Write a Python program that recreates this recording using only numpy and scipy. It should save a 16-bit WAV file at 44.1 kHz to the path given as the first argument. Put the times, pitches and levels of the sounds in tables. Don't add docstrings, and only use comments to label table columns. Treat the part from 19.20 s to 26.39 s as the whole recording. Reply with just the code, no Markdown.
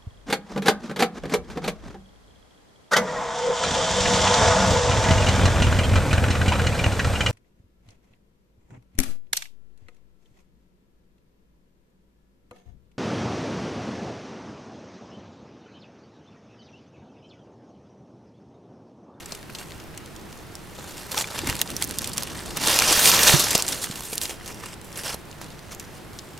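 import sys
import numpy as np
from scipy import signal
from scipy.fft import rfft, irfft
from scipy.io import wavfile
from scipy.ndimage import uniform_filter1d

SR = 44100
rng = np.random.default_rng(int(sys.argv[2]) if len(sys.argv) > 2 else 0)


def wrap_up_sound(samples):
    columns = np.atleast_2d(samples).T
    tamed = np.clip(columns, -1, 1)
    steps = np.round(tamed * 32767).astype(np.int16)
    wavfile.write(sys.argv[1], SR, steps)


def to_linear_factor(level_db):
    exponent = np.asarray(level_db, float) / 20
    return 10 ** exponent


N = 317079

# [f/Hz, level/dB per Hz]
AIR_SPECTRUM = [(15, -33), (25, -2), (170, 0), (249, -6), (354, -3), (560, -11), (734, -10.5), (2160, -18),
                (7510, -29), (12900, -30.5), (15800, -36)]
# [f/Hz, likeness 0-1]
AIR_LIKENESS = [(60, 0.67), (290, 0.48), (1400, 0.62), (15000, 0.55)]
AIR_DB = -42

# [lowest ring f/Hz, highest ring f/Hz, ring/cycles, cracks per s, size spread/dB]
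LEAF_KINDS = [
    (480, 2050, 2.5, 1500, 3.0),
    (2500, 6400, 7, 3500, 3.6),
    (7000, 13800, 8, 4500, 3.6),
]
HIGH_RING_POWER = [.9, 1.0, .15]

# [t/s, level/dB]
BED = [(0, -47.5), (.3, -66.5), (1.5, -55), (1.69, -45), (1.89, -48), (2.1, -47), (3.0, -47.5),
       (3.1, -43.5), (3.33, -43.5), (3.47, -26.5), (4.0, -24), (4.33, -29.5), (4.43, -39), (4.93, -46),
       (4.98, -50.5), (5.6, -65), (5.74, -49), (6.0, -59)]
BRUSHES = [(.399, -44.5, 0.12, 0.13, 0.5), (1.917, -34, 0.0084, 0.093, 0.5),
           (1.987, -28, 0.019, 0.033, 2.5), (2.179, -36, 0.17, 0.18, -2), (2.291, -31, 0.062, 0.071, 0),
           (2.42, -40, 0.14, 0.022, 0), (2.509, -43.5, 0.089, 0.085, -2), (2.626, -32.5, 0.033, 0.024, -1),
           (2.724, -39.5, 0.13, 0.031, 0), (2.849, -41.5, 0.13, 0.1, 1), (2.978, -37.5, 0.016, 0.078, 0),
           (4.488, -32.5, 0.029, 0.23, 2.5), (4.64, -32.5, 0.032, 0.019, 6),
           (4.851, -41, 0.058, 0.083, 6.5), (4.934, -39, 0.077, 0.022, 8), (5.019, -35.5, 0.013, 0.071, 7),
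           (5.108, -39.5, 0.081, 0.053, 2), (5.28, -41, 0.068, 0.079, 1), (5.465, -42, 0.11, 0.06, 0.5),
           (5.535, -42, 0.067, 0.011, -0.5), (5.78, -40.5, 0.042, 0.088, 3.5),
           (5.873, -34, 0.052, 0.044, 0), (5.936, -36.5, 0.074, 0.0061, -1),
           (6.525, -40, 0.025, 0.029, -0.5)]
SHOVES = [
    (3.372, -33.5, 0.026, 0.043, -4),
    (3.487, -27, 0.046, 0.32, 0.5),
    (3.727, -20, 0.09, 0.1, 1),
    (3.876, -19.5, 0.1, 0.076, 6.5),
    (4.08, -15, 0.066, 0.1, 1.5),
    (4.352, -18, 0.0077, 0.014, 2),
]
SLUMPS = [
    (.12, -48, .04, 0.12, 1),
    (.56, -53.5, 0.037, 0.15, -3),
    (.86, -52, .02, 0.031, -7),
    (5.65, -57.5, 0.037, 0.06, 14),
    (6.226, -48.5, 0.022, 0.12, -1.5),
    (6.61, -48.5, .02, 0.055, -3),
    (6.76, -54, 0.054, 0.043, 5),
    (6.96, -58, .05, 0.041, 6.5),
]
GRIPS = [(1.968, -33, 0.0055, 0.024, -2), (2.012, -34.5, .02, 0.028, 1), (2.023, -34, 0.0099, .007, 3),
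         (3.415, -35, 0.023, 0.035, -2), (3.5, -33, 0.026, 0.021, 0), (3.7, -31, 0.014, 0.044, -5),
         (3.858, -23, .008, .04, 1), (3.892, -21.5, .03, 0.02, 7), (3.945, -20, 0.028, 0.036, 3),
         (4.034, -23, .008, 0.064, 8), (4.13, -21.5, .012, 0.073, 0), (4.2, -23.5, .03, 0.066, 7),
         (4.31, -19.5, 0.0072, .012, 4), (4.4, -28, 0.032, 0.025, 0), (4.57, -43.5, .05, 0.05, 7),
         (4.975, -39, 0.0078, .008, 1), (5.43, -46, 0.027, .04, -4), (5.055, -34.5, 0.026, 0.031, 2.5),
         (5.84, -38.5, 0.012, 0.067, 0), (5.907, -35.5, .04, 0.045, 1)]
STROKE_DB, STROKE_BEND = 15.5, 0.97
SOFT_DB, SOFT_PER_DB, SOFT_TILT = -1.5, -0.1337, 0.89
EDGE_DB, EDGE_PER_DB = -1.5, -0.0543
REST_FROM_DB, REST_PER_DB, REST_S = 23.5, 0.1, 0.015

# [t/s, echo share 0-1]
ROCK_SHARE = [
    (4.9, 0),
    (5.2, .15),
    (5.95, .15),
    (6.1, 0),
]
ROCK_LAG = 17
ROCK_SOFT_DB = 10

TICKS = [(0.059, -23, 5900, 8600, 1.2), (0.1216, -18.5, 4030, 6500, 1.5), (0.15, -27, 2600, 9800, 1.4),
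         (0.3502, -22, 2470, 5200, 2.2), (0.3861, -26, 2500, 7900, 2), (0.508, -24, 1800, 5300, 0.5),
         (0.52, -25.5, 1900, 4580, 0.69), (0.6004, -30, 2200, 6200, 1.65), (0.7761, -24.5, 3350, 8400, 1.3),
         (0.8601, -28, 4000, 8400, 0.76), (0.9632, -31, 3400, 8400, 1.32),
         (1.1274, -28.5, 2500, 8450, 0.95), (1.3538, -16.5, 4700, 10700, 0.53),
         (1.78, -24, 2600, 9900, 0.83), (5.26, -27, 2900, 12200, 1.3), (5.278, -23, 1800, 9400, 1.1),
         (5.4595, -20, 2400, 9500, 0.75), (5.5406, -25, 2200, 9400, 0.9), (5.6149, -28, 3700, 9450, 0.66),
         (5.758, -24, 4600, 7400, 0.9), (5.8357, -20, 3400, 11300, 0.56), (5.9295, -19, 2100, 9100, 0.46),
         (5.943, -19.5, 4200, 12000, 1.7), (6.2149, -25, 1800, 13100, 2.4), (6.529, -29, 2400, 8400, 0.5),
         (6.5484, -25, 6000, 14000, 0.69), (6.5976, -20.5, 5560, 12600, 1.2),
         (6.989, -18, 3150, 10200, 0.6), (7.1768, -28, 2600, 9200, 0.9)]
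RIBS = [(1.9174, -20.5, 4030, 11000, 1.9), (1.9746, -12, 2100, 10000, 1), (2.073, -23.5, 2100, 7600, 1),
        (2.1908, -7.5, 2270, 8300, 0.47), (2.273, -9, 6850, 13400, 0.55), (2.2986, -10.5, 2480, 11100, 1.2),
        (2.3538, -12, 2600, 11800, 0.87), (2.3662, -20, 3700, 11500, 0.81),
        (2.3924, -15.5, 3400, 10000, 1.05), (2.4154, 0, 2800, 13600, 0.65),
        (2.503, -15.5, 4100, 11200, 0.96), (2.5162, -21.5, 2500, 10000, 0.8),
        (2.5658, -11, 4970, 12200, 0.91), (2.6243, -1.5, 3850, 10300, 0.63),
        (2.634, -16, 5200, 11500, 0.74), (2.6413, -11, 5500, 13900, 0.77), (2.6935, -19, 5600, 13100, 0.68),
        (2.7105, -8, 3840, 11400, 0.45), (2.786, -5.5, 5860, 13200, 0.78), (2.8189, -14, 7600, 12700, 0.54),
        (2.8437, -16, 2740, 9000, 1.8), (2.874, -15, 4930, 12400, 1.0), (2.933, -20, 4420, 10700, 2.9),
        (2.9727, -13, 4700, 10100, 0.59), (2.98, -6.5, 3150, 10500, 0.77), (3.0241, -12, 2330, 6500, 0.7),
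        (3.0335, -13, 5140, 13800, 0.87), (3.0738, -17, 2400, 9300, 0.6), (3.175, -19.5, 4400, 9600, 0.73),
        (3.3075, -23, 3000, 7300, 0.6)]
TWIGS = [(3.371, -13, 6800, 13700, 1.7), (3.473, -5, 4070, 10400, 1.2), (3.5893, 1, 2710, 8900, 0.88),
         (3.6227, -2.5, 2130, 6950, 1), (3.7264, -6, 4500, 9400, 2), (3.7933, 2, 4100, 8100, 0.42),
         (3.857, -3, 2000, 9600, 1.3), (3.9163, 0, 2900, 5300, 0.7), (3.948, -4, 3500, 7900, 0.5),
         (4.032, -3.5, 5400, 12500, 1.1), (4.1035, -3, 5460, 11500, 0.5), (4.127, -12, 2200, 8800, 0.8),
         (4.1665, -8, 2800, 6500, 0.56), (4.202, -8, 2000, 9200, 0.62), (4.3066, -12, 3500, 10500, 1.5),
         (4.3518, -4.5, 3820, 8250, 1.38), (4.3784, -9, 4500, 14300, 0.66),
         (4.4234, -1.5, 4830, 11200, 0.62), (4.481, -4, 3900, 8800, 0.69), (4.5242, -13, 5400, 7700, 1.1),
         (4.6429, -13, 2390, 10900, 0.9), (4.712, -19.5, 3240, 9900, 2.3), (4.7573, -21, 2600, 11900, 1.7),
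         (4.8071, -16, 2200, 12600, 0.65), (4.9309, -18, 2250, 12700, 1.3),
         (4.955, -15.5, 9700, 13300, 1.6), (4.98, 0, 3480, 12200, 0.37), (5.015, -11, 3930, 14800, 0.99),
         (5.0334, -17, 7100, 12400, 1.7), (5.0956, -20, 2200, 10000, 0.98)]
# [break t/s, peak level/dB, centre f/Hz]
SPLINTERS = [(0.0057, -28, 2580), (0.0623, -34, 2100), (0.1288, -29, 6000), (0.2295, -25, 2400),
             (0.301, -27, 2100), (0.3553, -24, 4460), (0.5027, -31, 3600), (0.7425, -34, 1900),
             (0.7492, -35, 3400), (0.778, -24, 2210), (0.8002, -36, 1900), (0.8761, -40, 4800),
             (1.1752, -34, 8650), (1.5667, -31.5, 4100), (1.5894, -25, 3600), (1.9457, -15, 1880),
             (1.9785, -5.5, 4200), (1.9876, -15, 10300), (1.9957, -16, 5200), (2.0109, -11, 2800),
             (2.0442, -24, 2580), (2.292, -19, 7400), (2.3275, -14, 1880), (2.3726, -24, 2800),
             (2.4015, -19, 2900), (2.4198, -17, 11200), (2.476, -19, 5300), (2.5422, -28, 4300),
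             (2.6472, -15.5, 12500), (2.675, -21, 13300), (2.6867, -26, 6200), (2.792, -14.5, 4130),
             (2.8564, -27, 3400), (2.8602, -26, 6400), (2.8951, -20, 10300), (2.9179, -22, 5300),
             (2.9377, -23, 9600), (2.9462, -31, 5300), (2.9664, -28, 8300), (3.0283, -21, 9600),
             (3.1339, -33, 5500), (3.1508, -31, 5000), (3.192, -19, 4300), (3.211, -28, 2090),
             (3.2606, -21, 8400),
             (3.3646, -25, 6900), (3.3744, -15, 2780), (3.438, -13, 5200), (3.4621, -22, 4500),
                   (3.4837, -3, 5300), (3.4867, -11, 5560), (3.5318, -8, 3600), (3.5434, -6, 7100),
                   (3.599, -1, 5000), (3.6973, -11, 3800), (3.7084, -7, 6600), (3.734, -10, 4300),
                   (3.782, -11, 2080), (3.9657, -7, 4300), (3.9785, -21, 5300), (3.9922, -3, 2730),
                   (3.9963, -18, 5200), (4.014, -14, 5700), (4.1344, -10, 5900), (4.1712, -7.5, 6500),
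                   (4.1844, -12, 4700), (4.216, -14, 4100), (4.2251, -8, 4000), (4.2427, -11, 5730),
                   (4.3227, -18, 4000), (4.3261, -23, 3600), (4.3301, -11.5, 9600), (4.3396, -18, 6900),
             (4.3546, -4, 6860), (4.466, -13, 7100), (4.4871, -4, 7800), (4.528, -13, 3280),
                  (4.5313, -11, 5700), (4.616, -21, 7900), (4.6222, -20, 7400), (4.6754, -35, 11000),
                  (4.6895, -25, 7200), (5.0256, -23, 9500), (5.036, -19, 5700), (5.0553, -12, 3300),
                  (5.1005, -20, 7800), (5.1089, -22, 3630), (5.3453, -27, 8600), (5.434, -27, 1900),
                  (5.455, -32, 2110), (5.6458, -31, 11000), (5.7278, -27, 6700), (5.7966, -25, 6400),
                  (5.947, -20, 10700), (6.1138, -28, 5850), (6.1283, -31, 2100), (6.244, -26, 5700),
                  (6.3042, -28.5, 4840), (6.3922, -29, 5300), (6.6017, -23, 2350), (6.6499, -34, 5300),
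                  (6.7872, -36, 3400), (6.9327, -32.5, 5300), (6.9651, -38, 1900), (6.9929, -22.5, 4230)]
SPLINTER_WIDE, SPLINTER_MS = 1.32, 0.66
SNAP_PAN_DB, PAN_PER_KHZ_DB, PAN_SPREAD_DB = 5, -0.58, 1
STRAY_DB, STRAY_SPREAD_DB, STRAY_MS = -42, 4, .7
LEAD = .003

# [peak t/s, peak level/dB, ring f/Hz, t60/s]
STEMS = [(0.1243, -27.5, 685, 0.011), (0.2977, -29, 1460, 0.0084), (1.588, -29, 533, 0.02),
         (1.9445, -24, 1030, 0.022), (1.972, -23, 847, 0.053), (1.985, -31, 890, 0.044),
         (2.0427, -20, 2350, 0.011), (2.3274, -18, 1590, 0.0055), (2.4166, -19, 1890, 0.012),
         (2.6239, -20, 2250, 0.012), (3.026, -25, 1020, 0.0071), (3.59, -19, 1430, 0.0079),
         (3.621, -10, 1440, 0.011), (3.711, -22, 471, 0.039), (4.3542, -11.5, 484, 0.017),
         (4.6423, -24, 1850, 0.0076), (4.808, -29, 1060, 0.0097), (4.93, -23.5, 477, 0.016),
         (5.0957, -30, 493, 0.024), (5.211, -34, 1980.0, 0.019), (5.4372, -26.5, 1200, 0.02),
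         (5.946, -18.5, 524, 0.0047), (6.215, -26.5, 824, 0.01)]
# [t/s, level/dB]
GRIP_RUMBLE = [
    (2.15, -44.5),
    (2.33, -39),
    (2.45, -48),
    (2.9, -45),
    (3.3, -43),
    (4.1, -37),
    (4.75, -53),
]
# [t/s, peak level/dB, f/Hz, t60/s, left-right/dB]
KNOCKS = [(2.234, -10.5, 353, 0.028, 0), (2.254, -21, 96, 0.052, 0.0), (2.274, -12, 258, 0.032, -1.0),
          (2.292, -1, 106, 0.018, 1.5), (2.31, -22, 80, 0.075, -4), (3.478, -11.5, 330, 0.0314, -1),
          (3.712, -10, 310, 0.029, -2), (4.137, -6, 146.5, 0.068, -17.5), (4.352, -2, 168, 0.0096, -12),
          (4.699, -7, 187, 0.016, -1.5), (4.919, -38, 315, 0.055, -0.5)]


def evened(x):
    return x / np.sqrt(np.mean(x ** 2) + 1e-20)


def read(points, hz):
    f, value = np.transpose(points)
    return np.interp(np.log(hz + 1), np.log(f + 1), value)


def add(mix, s, sound):
    part = mix[:, round(s * SR):][:, :sound.shape[1]]
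    part += sound[:, :part.shape[1]]


def ring(hz, t60, t):
    return np.sin(2 * np.pi * hz * t) * to_linear_factor(-60 * np.maximum(t, 0) / t60) * (t >= 0)


def sides(pan_db):
    return to_linear_factor([[pan_db / 2], [-pan_db / 2]])


def wander(per_s, at=None):
    steps = rng.standard_normal(8000)
    at = np.arange(N) if at is None else at
    return evened(np.interp(at / SR * per_s, np.arange(len(steps)), steps))


def air(patchy_db=0.3, swell_db=0.5):
    frames, hz = N // 256 + 5, np.fft.rfftfreq(1024, 1 / SR)
    a, b, c, d, patches = rng.standard_normal((frames, 513, 5)).T
    patches = uniform_filter1d(patches, size=12, axis=0)
    patches = evened(uniform_filter1d(patches, size=14, axis=1))
    swell = evened(uniform_filter1d(rng.standard_normal(frames), size=60))
    same = np.clip(read(AIR_LIKENESS, hz), -1, 1)[:, None]
    left = a + 1j * b
    right = same * left + np.sqrt(1 - same ** 2) * (c + 1j * d)
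    level_db = read(AIR_SPECTRUM, hz)[:, None] + patchy_db * patches + swell_db * swell
    spectra = np.array([left, right]) * to_linear_factor(level_db)
    wash = signal.istft(spectra, nperseg=1024, noverlap=768)[1][:, :N]
    return to_linear_factor(AIR_DB) * evened(wash) * sides(-0.92)


def resting(s, level_db):
    at, db = np.transpose(TICKS + RIBS + TWIGS)[:2, :, None]
    since = (s - at - .004) / REST_S
    depth_db = REST_PER_DB * np.clip(db - np.interp(at, s, level_db) - REST_FROM_DB, 0, 14)
    return (depth_db * np.exp(-since ** 2) * (since > 0)).sum(0)


def stirring():
    s = np.arange(0, N / SR + .01, .001)
    at, db, build, fade, brittle = np.transpose(BRUSHES + SHOVES + SLUMPS + GRIPS)[:, :, None]
    before = (at - s) / np.maximum(build, .004)
    after = (s - at) / np.maximum(fade, .004)
    away = np.where(s < at, before, after)
    strokes = to_linear_factor(2 * (db - STROKE_DB * away ** STROKE_BEND))
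    power = to_linear_factor(2 * np.interp(s, *np.transpose(BED))) + strokes.sum(0)
    level_db = 10 * np.log10(power)
    tilt_db = (strokes * brittle).sum(0) / power
    level_db = level_db - resting(s, level_db)
    soft_db = SOFT_DB + SOFT_PER_DB * (level_db + 35) - SOFT_TILT * tilt_db
    soft_db += ROCK_SOFT_DB * np.interp(s, *np.transpose(ROCK_SHARE))
    edge_db = EDGE_DB + EDGE_PER_DB * (level_db + 35) + tilt_db
    return s, level_db, soft_db, edge_db


def rustle(clump_db=2.2, patch_db=2.8, spread_db=2.2, count=13):
    s, level_db, soft_db, edge_db = stirring()
    lag_s = 1e-5
    clock, t = np.arange(N) / SR, np.arange(500) / SR
    out = np.zeros((2, N))
    calm = np.clip(-(np.interp(clock, s, level_db) + 13) / 28, .55, 1)
    crowd = 1.3 + 1.1 * (1 - calm)
    clumps_db = clump_db * calm * 1.8 * np.tanh(0.97 * wander(220) + 0.35 * wander(50))
    levels_db = (level_db + soft_db, level_db, level_db + edge_db)
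    for kind, power, db in zip(LEAF_KINDS, HIGH_RING_POWER, levels_db):
        lo_hz, hi_hz, cycles, per_s, size_db = kind
        size = to_linear_factor(size_db * np.minimum(rng.exponential(1, N), 2.35 + 1.2 * (1 - calm)))
        size *= rng.random(N) < crowd * per_s / SR
        size *= rng.choice([-1, 1], N) * to_linear_factor(clumps_db) / np.sqrt(crowd)
        patch, layer = rng.integers(0, count, N), np.zeros((2, N))
        for k, hz in enumerate(np.geomspace(lo_hz, hi_hz, count)):
            way = rng.standard_normal()
            lags = 1e-4 + np.array([[-.5], [.5]]) * lag_s * np.clip(way, -2, 2)
            tiny_crack = ring(hz, 3 * cycles / hz, t - lags) * (hz / lo_hz) ** power
            tiny_crack *= sides(spread_db * way - 2.1 * hz / 10000)
            at, hits = np.flatnonzero((patch == k) & (size != 0)), np.zeros(N)
            hits[at] = size[at] * to_linear_factor(patch_db * wander(10, at))
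            layer += signal.oaconvolve(hits[None], tiny_crack, axes=1)[:, :N]
        out += evened(layer) * to_linear_factor(np.interp(clock, s, db))
    return out * sides(0.082)


def snap(peak_db, lo_hz, hi_hz, length_ms, pan_db, skirt=0.28, unlike=0.35, spike=0.95, tail=0.13, rings=0.56):
    t, hz = np.arange(1024) / SR - LEAD, np.fft.rfftfreq(1024, 1 / SR) + 1
    band = skirt / (1 + (1500 / hz) ** 4)
    band += 1 / np.sqrt((1 + (lo_hz / hz) ** 6) * (1 + (hz / hi_hz) ** 6))
    low_ring = 1.5 * rings / (1 + 1j * (hz / (1.08 * lo_hz) - 1) / 0.14)
    high_ring = rings / (1 + 1j * (hz / (0.91 * hi_hz) - 1) / 0.14)
    band = band * (1 + low_ring + high_ring) / (1 + (hz / 15500) ** 4)
    last = np.clip(length_ms - .2, .15, 4) / 1000
    creak = np.exp(t / (.5 * last))
    spray = np.exp(-t / (2 * last)) + tail * np.exp(-t / 0.0053)
    noise = rng.standard_normal((3, len(t)))
    drive = (noise[0] + unlike * noise[1:]) * np.where(t < 0, creak, spray)
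    drive[:, round(LEAD * SR)] += spike * rng.choice([-1, 1]) * .002 / last
    body = irfft(rfft(drive) * band)
    peak = abs(signal.hilbert(body.mean(0))).max()
    return to_linear_factor(peak_db) * body / peak * sides(pan_db)


def snaps():
    out = np.zeros((2, N))
    splinters = [(s, db, hz / SPLINTER_WIDE, hz * SPLINTER_WIDE, SPLINTER_MS)
                 for s, db, hz in SPLINTERS]
    for s, db, lo_hz, hi_hz, ms in TICKS + RIBS + TWIGS + splinters:
        pan_db = SNAP_PAN_DB + PAN_PER_KHZ_DB * hi_hz / 1000 + PAN_SPREAD_DB * rng.standard_normal()
        add(out, s - LEAD, snap(db + 0.065, lo_hz, hi_hz, ms, pan_db))
    return out


def strays(count=50):
    out = np.zeros((2, N))
    for when, pitch, size, side in rng.random((count, 4)):
        hz = 2500 * 4.5 ** pitch
        peak_db = STRAY_DB - STRAY_SPREAD_DB * np.log(size + 0.1)
        add(out, when * N / SR, snap(peak_db, hz / 2, hz * 2, STRAY_MS, 6 * side - 4.5))
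    return out


def cleft(x, t60=.04):
    at = np.arange(40, 3000, 20)
    taps = np.zeros((2, 3020))
    places = at + rng.integers(0, 20, (2, len(at)))
    np.put_along_axis(taps, places, rng.choice([-1., 1.], (2, len(at))), 1)
    taps -= .65 * np.roll(taps, 4, axis=1)
    taps *= to_linear_factor(-60 * np.arange(3020) / SR / t60)
    return signal.oaconvolve(x, taps / np.linalg.norm(taps[0]), axes=1)[:, :N]


def stem_crack(peak_db, hz, t60):
    t = np.arange(1800) / SR - LEAD + 0.39 / hz
    body = ring(hz, t60, t) + .5 * ring(1.476 * hz, 1.05 * t60, t)
    return to_linear_factor(peak_db) * body * sides(-0.46)


def handling(lumpy_db=-2.5, unlike=1.7):
    s, db = np.transpose(GRIP_RUMBLE)
    sos = signal.butter(2, [40, 320.6], "bandpass", fs=SR, output="sos")
    noise = evened(signal.sosfilt(sos, rng.standard_normal((2, N))))
    level_db = np.interp(np.arange(N) / SR, s, db, left=-90, right=-90) + lumpy_db * wander(25)
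    return evened(noise[0] + unlike * noise) * to_linear_factor(level_db + 3) * sides(-4)


def knock(peak_db, hz, t60, pan_db):
    t = np.arange(6000) / SR
    body = ring(hz, t60, t) + 0.19 * ring(2.36 * hz, 1.3 * t60, t)
    return to_linear_factor(peak_db - 1.5) * body * (1 - np.exp(-t / 0.0043)) * sides(pan_db)


def scene():
    leaves, case = rustle(), handling()
    share = np.interp(np.arange(N) / SR, *np.transpose(ROCK_SHARE))
    echo = share * np.roll(leaves, ROCK_LAG, axis=1)
    leaves = (leaves + echo) / np.sqrt(1 + share ** 2)
    leaves = leaves + snaps() + strays()
    for s, *stem in STEMS:
        add(leaves, s - LEAD, stem_crack(*stem))
    for s, *blow in KNOCKS:
        add(case, s, knock(*blow))
    return leaves + to_linear_factor(-12.5) * cleft(leaves) + case + air()


def band_limit(x):
    return signal.sosfilt(signal.butter(12, 16830, fs=SR, output="sos"), x)


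def record(dry):
    clipped = np.clip(dry, -.86, .86)
    lowpass = signal.firwin(255, 15900, window=("kaiser", 7), fs=SR)
    finished = signal.oaconvolve(clipped, lowpass[None], "same")
    return band_limit(finished)


dry = scene()
out = record(dry)
wrap_up_sound(out)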